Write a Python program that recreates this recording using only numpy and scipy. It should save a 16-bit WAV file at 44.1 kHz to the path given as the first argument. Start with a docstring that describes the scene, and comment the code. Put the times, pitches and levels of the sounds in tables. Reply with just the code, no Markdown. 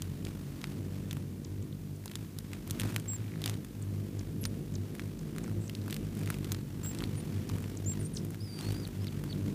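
"""Hummingbirds hover round a garden feeder, an arm's length from a small microphone. From the start,
over outdoor hiss, wings beat near 50 times a second and hum on its multiples; feathers swish on each
beat and now and then slap. Quick falling chips join at 1.4 s. Around 3 s the birds jostle close by and
one squeaks a thin whistle. The hum swells highest at 7.4 s; raspy scolding and peeps follow, then a
wavering whine from 8.4 s and a few last chips."""
import sys
import numpy as np
from scipy import signal
from scipy.fft import rfft, irfft
from scipy.io import wavfile
from scipy.ndimage import uniform_filter1d

SR = 44100
rng = np.random.default_rng(int(sys.argv[2]) if len(sys.argv) > 2 else 0)


def master(y):
    """Save y as 16-bit WAV."""
    cut = np.clip(np.atleast_2d(y).T, -1, 1)
    pcm = np.round(cut * 32767)  # scale
    wavfile.write(sys.argv[1], SR, pcm.astype(np.int16))


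N = 420713
COARSE = 8  # the hum is all bass, so it is built on every 8th sample


def undb(db):
    """Decibels to gain."""
    return 10 ** (np.asarray(db) / 20)


def unit(x):
    """Scales x to rms 1."""
    return x / np.sqrt(np.mean(x ** 2))


def equalise(x, curve):
    """Shapes x with an EQ curve of (f/Hz, gain/dB) points."""
    hz, db = np.transpose(curve)
    f = np.maximum(np.arange(N // 2 + 1) * SR / N, 1)
    return irfft(rfft(x) * undb(np.interp(np.log(f), np.log(hz), db)), N)


def drift(rate, size=N // COARSE + 1):
    """A random modulator of rms 1 across the scene: ramps between rate points a second."""
    knots = rng.standard_normal(int(N / SR * rate) + 2)
    return unit(np.interp(np.linspace(0, N / SR * rate, num=size), np.arange(len(knots)), knots))


def add(out, s, x):
    """Mixes x into out from time s."""
    i = int(s * SR)
    out[i:i + len(x)] += x[:N - i]


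def humps(rows):
    """An envelope with a raised-cosine hump for each (middle/s, width at half height/s, height)."""
    out = np.zeros(N)
    for s, width, height in rows:
        angle = np.linspace(0, np.pi, int(2 * width * SR))
        cut = max(int((width - s) * SR), 0)
        add(out, max(s - width, 0), height * np.sin(angle[cut:]) ** 2)
    return out


# EQ of the outdoor bed: f/Hz, gain/dB
AIR_EQ = [(30, 10), (100, 34), (300, 3.5), (600, 4.5), (1000, 4), (3000, -1.5), (8000, -1), (15000, -0.5)]


def outdoor_air(level_db=-53, drift_db=.6):
    """A bed of hiss and low rumble whose level drifts slightly."""
    bed = unit(equalise(rng.standard_normal(N), AIR_EQ))
    return bed * undb(level_db) * undb(drift_db * drift(4, N))


# scolding cues: t/s, length/s, centre f/Hz, bandwidth/Hz, level/dB
RASPS = [(5.593, .1, 8000, 1200, -61), (8.016, 0.042, 8550, 2500, -57), (8.048, 0.028, 6000, 4000, -59),
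         (8.146, 0.048, 8600, 3000, -54.5), (8.15, 0.049, 5450, 2005, -53)]


def rasps(flutter_hz=190):
    """Raspy scolding: bands of noise chopped by a fast throat flutter."""
    out = np.zeros(N)
    for s, length, hz, width_hz, db in RASPS:
        t = np.arange(0, length, 1 / SR)
        peak = signal.iirpeak(hz, hz / width_hz, fs=SR)
        band = signal.lfilter(*peak, signal.lfilter(*peak, rng.standard_normal(len(t))))
        flutter = 1 + .4 * np.sin(2 * np.pi * flutter_hz * t)
        add(out, s, undb(db) * unit(band * flutter) * signal.windows.tukey(len(t), .4))
    return out


def whistle(contours, wobble, grit):
    """Near-sine voices, shaky in pitch and level, from (t/s, f/Hz, level/dB[, octave/dB]) points."""
    out = np.zeros(N)
    for contour in contours:
        s, hz, *levels = np.transpose(contour)
        t = np.arange(s[0], s[-1], 1 / SR)
        shake, rough = uniform_filter1d(rng.standard_normal((2, len(t))), size=120) * np.sqrt(120)
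        phase = 2 * np.pi * np.cumsum(np.interp(t, s, hz) * (1 + wobble * shake)) / SR
        voice = sum(np.interp(t, s, undb(db)) * np.sin(k * phase) for k, db in enumerate(levels, 1))
        add(out, s[0], np.sqrt(2) * voice * (1 + grit * rough) * signal.windows.tukey(len(t), .1))
    return out


# whine breakpoints, one list a phrase: t/s, f/Hz, level/dB
WHINE_PHRASES = [
    [(8.4, 4630, -51), (8.42, 5116, -57), (8.446, 5110, -56), (8.5, 4720, -55.5), (8.6, 4665, -53.5),
     (8.615, 4648, -64)],
    [(8.625, 4250, -53), (8.68, 4440, -54), (8.725, 4600, -58)],
    [(8.74, 4665, -54), (8.82, 4900, -62), (8.85, 4340, -55)],
]


def whine(octave_db=-9):
    """A long, grainy, wavering call that breaks twice."""
    contours = [[(s, hz, db, db + octave_db) for s, hz, db in phrase] for phrase in WHINE_PHRASES]
    return whistle(contours, wobble=.012, grit=.3)


# peep cues: t/s, length/s, start f/Hz, end f/Hz, top level/dB
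PEEPS = [(4.409, 0.024, 11510, 11240, -47), (4.458, 0.022, 9150, 9500, -47), (5.6, 0.061, 7400, 7300, -65),
         (7.159, 0.058, 9300, 9500, -51), (7.996, .029, 9550, 8750, -50), (8.044, 0.035, 8400, 9280, -46),
         (8.135, .013, 9440, 9100, -48), (9, .07, 4696, 5840, -62), (9.294, 0.036, 4596, 4340, -50.5)]


def peeps():
    """Short grainy glides, loudest a third of the way in."""
    contours = [[(s, start_hz, db - 8),
                 (s + .32 * length, start_hz + .37 * (end_hz - start_hz), db),
                 (s + length, end_hz, db - 9)] for s, length, start_hz, end_hz, db in PEEPS]
    return whistle(contours, wobble=.012, grit=.3)


# squeak cues: t/s, length/s, start f/Hz, top f/Hz, climb/s, level/dB, octave level/dB
SQUEAKS = [(3.078, 0.093, 7340, 7667, 0.013, -38, -53), (6.832, 0.094, 7336, 7660, 0.035, -43, -51),
           (7.858, 0.081, 7010, 7520, 0.042, -38, -58)]


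def squeaks(sag_hz_per_s=2800, fade_db=4.5):
    """Thin, clean whistles that climb, then sag and fade."""
    contours = []
    for s, length, start_hz, top_hz, climb, db, octave_db in SQUEAKS:
        sag_hz = top_hz - sag_hz_per_s * (.82 * length - climb)
        end_hz = top_hz - sag_hz_per_s * (length - climb) - 350
        contours.append([(s, start_hz, db - fade_db, octave_db - fade_db),
                         (s + climb, top_hz, db, octave_db),
                         (s + .83 * length, sag_hz, db - fade_db, octave_db - fade_db),
                         (s + length, end_hz, db - 16, octave_db - 22)])
    return whistle(contours, wobble=.003, grit=.08)


# chip cues: t/s, top f/Hz, bottom f/Hz, length/s, peak level/dB
CHIPS = [(1.444, 7840, 2300, 0.0081, -43), (1.622, 8740, 5500, 0.0075, -51.5),
         (1.726, 4280, 2750, 0.0025, -46), (1.955, 10500, 3800, .013, -55.5), (2.73, 8000, 5500, .005, -55),
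         (3.822, 9500, 5770, 0.0054, -41), (4.191, 7976, 2440, 0.0057, -41.5),
         (4.737, 8610, 3000, 0.0059, -50), (4.75, 7780, 2560, 0.0088, -40),
         (5.189, 8500, 2460, 0.0059, -46), (5.434, 9600, 3326, 0.01, -46),
         (5.678, 7140, 5000, 0.0027, -40.5), (7.769, 8500, 4500, 0.0076, -40.5),
         (7.845, 7060, 4000, .005, -47), (8.145, 9100, 5300, 0.0074, -44), (8.164, 6970, 2200, 0.012, -35),
         (8.85, 4600, 3170, 0.0046, -37.5), (9.069, 5300, 2100, 0.021, -44.5),
         (9.325, 4350, 2800, 0.0071, -38)]


def chips(bend=1.8):
    """Each chip is a sine that plunges within milliseconds."""
    out = np.zeros(N)
    for s, top_hz, low_hz, length, db in CHIPS:
        progress = np.linspace(0, 1, int(length * SR))
        hz = top_hz + (low_hz - top_hz) * progress ** bend
        envelope = np.sin(np.pi * progress ** 1.33)
        add(out, s, undb(db) * envelope * np.sin(2 * np.pi * np.cumsum(hz) / SR))
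    return out


def wing_hits(cues, ring_q, attack_s=.00029, crack_s=.00035, tail_db=-17, tail_s=.003):
    """A blow and a tight crack with a rustling tail, voiced as a broad ring plus a treble snap."""
    out, t = np.zeros(N), np.arange(900) / SR
    treble_band = signal.butter(1, (6000, 13500), "band", fs=SR)
    attack = 1 - np.exp(-t / attack_s)
    envelope = attack * (np.exp(-t / crack_s) + undb(tail_db) * np.exp(-t / tail_s))
    blow = .48 * np.exp(-((t - .0005) / .00006) ** 2)
    for s, ring_db, hz, snap_db in cues:
        ring_burst, snap_burst = rng.standard_normal((2, len(t))) * envelope
        ring = signal.lfilter(*signal.iirpeak(hz, ring_q, fs=SR), ring_burst + blow)
        snap = signal.lfilter(*treble_band, snap_burst)
        hit = undb(ring_db) * ring / abs(ring).max() + undb(snap_db) * snap / abs(snap).max()
        add(out, s + .0003, hit)
    return out


# runs of soft touches: first t/s, last t/s, ring peak level/dB, ring f/Hz, snap peak level/dB
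BRUSHES = [(2.039, 2.136, -44.5, 1720, -45), (2.866, 2.981, -39, 1400, -40),
           (3.1457, 3.396, -43.5, 1880, -63), (5.443, 5.5136, -40.5, 1180, -45),
           (6.151, 6.2328, -41.5, 2698, -38.5), (6.8318, 6.861, -38, 1398, -37),
           (7.564, 7.623, -43, 1200, -42)]


def brushes(gap_s=.019, scatter_db=2.5, pitch_scatter=.093):
    """A wing tip brushes something once a beat, no two touches alike."""
    cues = []
    for first, last, ring_db, hz, snap_db in BRUSHES:
        times = np.linspace(first, last, num=1 + round((last - first) / gap_s))
        offsets = rng.standard_normal((32, 3)) * (scatter_db, pitch_scatter, scatter_db)
        for s, (ring_trim, detune, snap_trim) in zip(times, offsets):
            cues.append((s, ring_db + ring_trim, hz * np.exp(detune), snap_db + snap_trim))
    return wing_hits(cues, ring_q=2.2)


# slap cues: t/s, ring peak level/dB, ring f/Hz, snap peak level/dB
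SLAPS = [(0.02, -27, 3080, -29), (0.2503, -30.5, 3440, -36), (0.2684, -31.5, 2640, -50),
         (0.615, -33, 3170, -40), (0.641, -23.5, 2040, -53), (0.6704, -42, 2370, -42),
         (1.1103, -28.5, 3420, -44), (1.129, -34.5, 2360, -32), (1.1684, -36.5, 1210, -38),
         (2.0577, -36, 1072, -31.5), (2.0787, -33.5, 3330, -52), (2.1137, -38, 2320, -37),
         (2.155, -23, 4252, -29), (2.3868, -31, 4385, -29), (2.5325, -28, 1630, -35),
         (2.6753, -38, 1240, -33.5), (2.6984, -35, 2185, -32), (2.7084, -26.5, 4196, -22.5),
         (2.798, -21.5, 2310, -21.5), (2.8074, -30, 2010, -28), (2.8165, -27, 2730, -37),
         (2.8335, -29, 1430, -33), (2.9447, -40, 2273, -35), (2.962, -18, 2428, -22.5),
         (2.9981, -38, 3460, -35), (3.0572, -42, 1880, -42), (3.1338, -35.5, 1150, -42),
         (3.4176, -33, 2152, -35), (3.4399, -20.5, 3634, -32), (3.459, -21, 2620, -21),
         (3.4768, -23.5, 3840, -39), (3.496, -24.5, 3780, -28), (3.5404, -33.5, 2240, -40),
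         (3.6468, -39.5, 2080, -34), (4.4334, -39, 1878, -36), (4.4392, -25.5, 5420, -46),
         (4.453, -19, 3970, -45), (4.4574, -32, 2420, -44), (4.9508, -37.5, 2167, -36),
         (4.995, -25.5, 2236, -53), (5.3622, -34, 1280, -40), (5.3828, -30, 2080, -32),
         (5.696, -29.5, 2600, -36), (5.7505, -28, 4660, -58), (5.8152, -39, 4500, -47),
         (5.8614, -44, 1498, -41), (5.88, -33.5, 1388, -40), (5.8995, -33, 2404, -41),
         (5.9075, -33, 4400, -29.5), (5.9264, -25, 2620, -30), (5.943, -30, 2770, -29.5),
         (5.9647, -29.5, 2200, -31), (6.2597, -35, 3385, -38), (6.2741, -30, 2836, -42),
         (6.302, -23.5, 1710, -23), (6.342, -31, 2330, -40), (6.3854, -38, 2423, -38),
         (6.4446, -31.5, 3293, -37), (6.5191, -25.5, 2470, -21.5), (6.5234, -42, 1130, -28),
         (6.546, -28.5, 2440, -46), (6.948, -33, 3160, -35), (6.987, -27.5, 4600, -43),
         (7.005, -29, 2760, -43), (7.0219, -31, 1074, -34), (7.0386, -24, 3297, -50),
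         (7.4914, -29.5, 5730, -43), (7.4972, -33, 1210, -35), (7.5832, -37, 2246, -39),
         (7.641, -34.5, 1190, -45), (8.2487, -49, 1200, -34), (8.305, -46, 1070, -37.5),
         (8.3449, -36, 1604, -38), (8.5894, -30, 4513, -48), (8.6093, -32, 4254, -34),
         (8.7214, -36, 4650, -33), (8.8, -38, 4960, -52), (8.8742, -39, 1430, -35),
         (9.0443, -38, 2550, -41), (9.069, -29.5, 2640, -37), (9.2384, -34.5, 1302, -34.5)]


def slaps():
    """Wings slap feathers and feeder: dry, sharp transients."""
    return wing_hits(SLAPS, ring_q=1.4)


# EQ of the feather noise: f/Hz, gain/dB
SWISH_EQ = [(400, 1), (700, 5), (1200, 2), (2500, 0), (5000, -4.5), (9000, -8), (15000, -10.5)]


def feather_swish(phases, level_db, sharpness=1.4, tick_db=-8, scatter_db=4, tick_s=.00083):
    """Air hisses through each bird's feathers once a beat; the tips tick twice a beat, some louder."""
    gate = sum(undb(2 * drift(5, N) + 4 * drift(40, N)) * np.exp(sharpness * (np.cos(phase) - 1))
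               for phase in phases)
    hiss = unit(gate * rng.standard_normal(N))
    triggers = np.zeros(N)
    for phase in phases:
        turns = np.diff(np.floor(phase / np.pi), prepend=0) > 0
        triggers[turns] += undb(np.minimum(scatter_db * rng.exponential(size=turns.sum()), 13))
    decay = np.exp(-np.arange(300) / SR / tick_s)
    ticks = unit(signal.fftconvolve(triggers, decay)[:N] * rng.standard_normal(N))
    return unit(equalise(hiss + undb(tick_db) * ticks, SWISH_EQ)) * undb(level_db)


# timbre of a wing beat: harmonic number, gain/dB
BEAT_HARMONICS = [(1, -14.5), (2, -2.5), (3, -5.5), (4, -8.5), (5, -12.5), (6, -12.5), (7, -16.5),
                  (8, -19.5), (9, -23), (10, -25), (11, -33.5), (12, -31.5), (13, -31.5), (14, -58)]


def bird_hum(hz, tips_gain_db, jitter=.011, waver=.21):
    """One bird's hum and wing phase; strokes vary and each harmonic wavers as the body turns."""
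    phase = 2 * np.pi * (np.cumsum(hz * (1 + jitter * drift(30))) * COARSE / SR + rng.random())
    tips, hum = undb(tips_gain_db), 0
    for k, db in BEAT_HARMONICS:
        # harmonic 2 is the stroke hum; all the others are the wing-tip buzz
        gain = undb(db) * (1 if k == 2 else tips) * (1 + waver * drift(12))
        hum = hum + gain * np.cos(k * phase + 1.5 * rng.random())
    return np.sqrt(2) * hum * (1 + .18 * drift(35)), phase


def flock_hum(hz, stroke_db, tips_db, detune=.09, others_db=-13, dart_db=3.5):
    """Hum and wing phases of the nearest bird and of seven detuned ones that dart in and out."""
    hz, stroke_db, tips_db = (np.append(curve, curve[-COARSE:])[::COARSE][:N // COARSE + 1]
                              for curve in (hz, stroke_db, tips_db))
    tips_gain_db = tips_db - stroke_db
    nearest, phase = bird_hum(hz, tips_gain_db)
    out, phases = nearest * undb(stroke_db), [phase]
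    smooth = int(SR / COARSE / 4)  # a quarter of a second
    for side in np.linspace(-1, 1.3, num=7):
        rate_hz = uniform_filter1d(hz, 4 * smooth) * (1 + detune * (side + .5 * drift(3)))
        hum, phase = bird_hum(rate_hz, uniform_filter1d(tips_gain_db, smooth) + 5.5)
        out += hum * undb(uniform_filter1d(stroke_db, smooth) + others_db + dart_db * drift(5))
        phases.append(phase)
    full_rate_phases = [np.interp(np.arange(N) / COARSE, np.arange(len(p)), p) for p in phases]
    return signal.resample_poly(out, COARSE, 1)[:N], full_rate_phases


# flock automation: t/s, beat f/Hz, base wing-tip level/dB, base swish level/dB
WING_AUTOMATION = [(0.0, 46.75, -46, -58.5), (0.7, 47.27, -43, -57), (0.95, 48.9, -43, -58.5),
                   (1.4, 47.6, -44.5, -60.5), (1.9, 48.5, -49, -65), (2.2, 53.1, -47.5, -63.5),
                   (2.4, 48.73, -47.5, -59.5), (2.75, 48.83, -45, -58.5), (2.95, 52.97, -46, -58.5),
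                   (3.5, 53.29, -49, -61.5), (3.85, 49.19, -44, -60), (4.4, 49.96, -42, -58.5),
                   (4.799, 49.2, -45, -59.5), (5.25, 50.77, -42.5, -59), (6.4, 50.08, -43.5, -56.5),
                   (6.65, 48.52, -43.5, -60.5), (6.85, 50.17, -44, -55.5), (7.45, 49.96, -39, -53.5),
                   (7.599, 47.5, -41.5, -53), (7.87, 51, -40.5, -55), (8.45, 50.27, -45.5, -58),
                   (8.65, 52.68, -43, -54.5), (8.82, 49.04, -43, -56), (9.54, 48.62, -39.5, -55)]
# stroke hum swells, as when neighbouring wings beat in step: middle t/s, width/s, level/dB
SWELLS = [(0.08, 0.081, -45), (0.27, 0.061, -39), (0.502, 0.13, -43), (0.842, 0.2, -40.5),
          (1.172, 0.18, -38.5), (1.55, 0.19, -43), (1.77, .06, -46), (1.93, 0.053, -47), (2.03, .04, -46),
          (2.2, 0.084, -42), (2.37, 0.046, -48), (2.53, 0.1, -44.5), (2.71, 0.061, -38),
          (2.84, 0.069, -33.5), (2.97, .06, -37.5), (3.25, .23, -40), (3.52, .09, -36.5),
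          (3.96, 0.28, -37.5), (4.2, 0.057, -34), (4.3, .045, -43), (4.46, 0.093, -37.5),
          (4.64, 0.068, -47), (4.8, 0.078, -39.5), (5.04, 0.071, -42), (5.24, 0.058, -50),
          (5.55, 0.22, -41), (5.83, .13, -38.5), (6.03, 0.05, -34), (6.27, 0.15, -42), (6.53, 0.11, -34.5),
          (6.74, 0.036, -49), (6.88, .14, -43.5), (7.13, 0.12, -39), (7.38, 0.071, -29.5), (7.54, .08, -34),
          (7.68, 0.097, -38), (7.86, 0.083, -34), (8.03, 0.057, -36), (8.38, 0.22, -42), (8.7, 0.089, -33),
          (8.84, .07, -42), (9.04, 0.19, -41), (9.4, .14, -37)]
# birds jostle close by, lifting tips and feathers: middle t/s, width/s, boost/dB
JOSTLES = [(0.28, 0.052, 4), (0.95, 0.065, 4), (1.12, 0.097, 3), (2.2, 0.1, 6), (2.53, 0.091, 4.5),
           (2.84, 0.21, 9.5), (3.48, 0.15, 11), (4.2, 0.11, 3.5), (4.44, 0.051, 4), (5.4, 0.12, 2.5),
           (5.95, 0.21, 4), (6.29, 0.21, 6.5), (6.52, 0.13, 4.5), (7.0, 0.22, 2), (8.67, .16, 6)]


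def wings(floor_db=-49.5, tip_share=.69):
    """Beating wings: hum and swish locked in rhythm, riding the swells and jostles."""
    s, *lanes = np.transpose(WING_AUTOMATION)
    hz, tips_db, swish_db = (np.interp(np.arange(N) / SR, s, lane) for lane in lanes)
    swell = humps([(middle, width, undb(db)) for middle, width, db in SWELLS])
    stroke_db = 20 * np.log10(swell + undb(floor_db))
    jostle_db = humps(JOSTLES)
    hum, phases = flock_hum(hz, stroke_db, tips_db + tip_share * jostle_db)
    return hum + feather_swish(phases, swish_db + jostle_db)


def scene():
    """The mono mix: wings up front, then voices and the outdoor bed."""
    flight = wings() + slaps() + brushes()
    voices = chips() + squeaks() + peeps() + whine() + rasps()
    return (flight + voices + outdoor_air())[None]


def record(dry):
    """The recorder drops the deepest bass and cuts the top."""
    low_cut = signal.butter(2, 30, "high", fs=SR, output="sos")
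    high_cut = signal.ellip(10, .2, 70, 15300, fs=SR, output="sos")
    return signal.sosfilt(high_cut, signal.sosfilt(low_cut, dry))


dry = scene()
out = record(dry)
master(out)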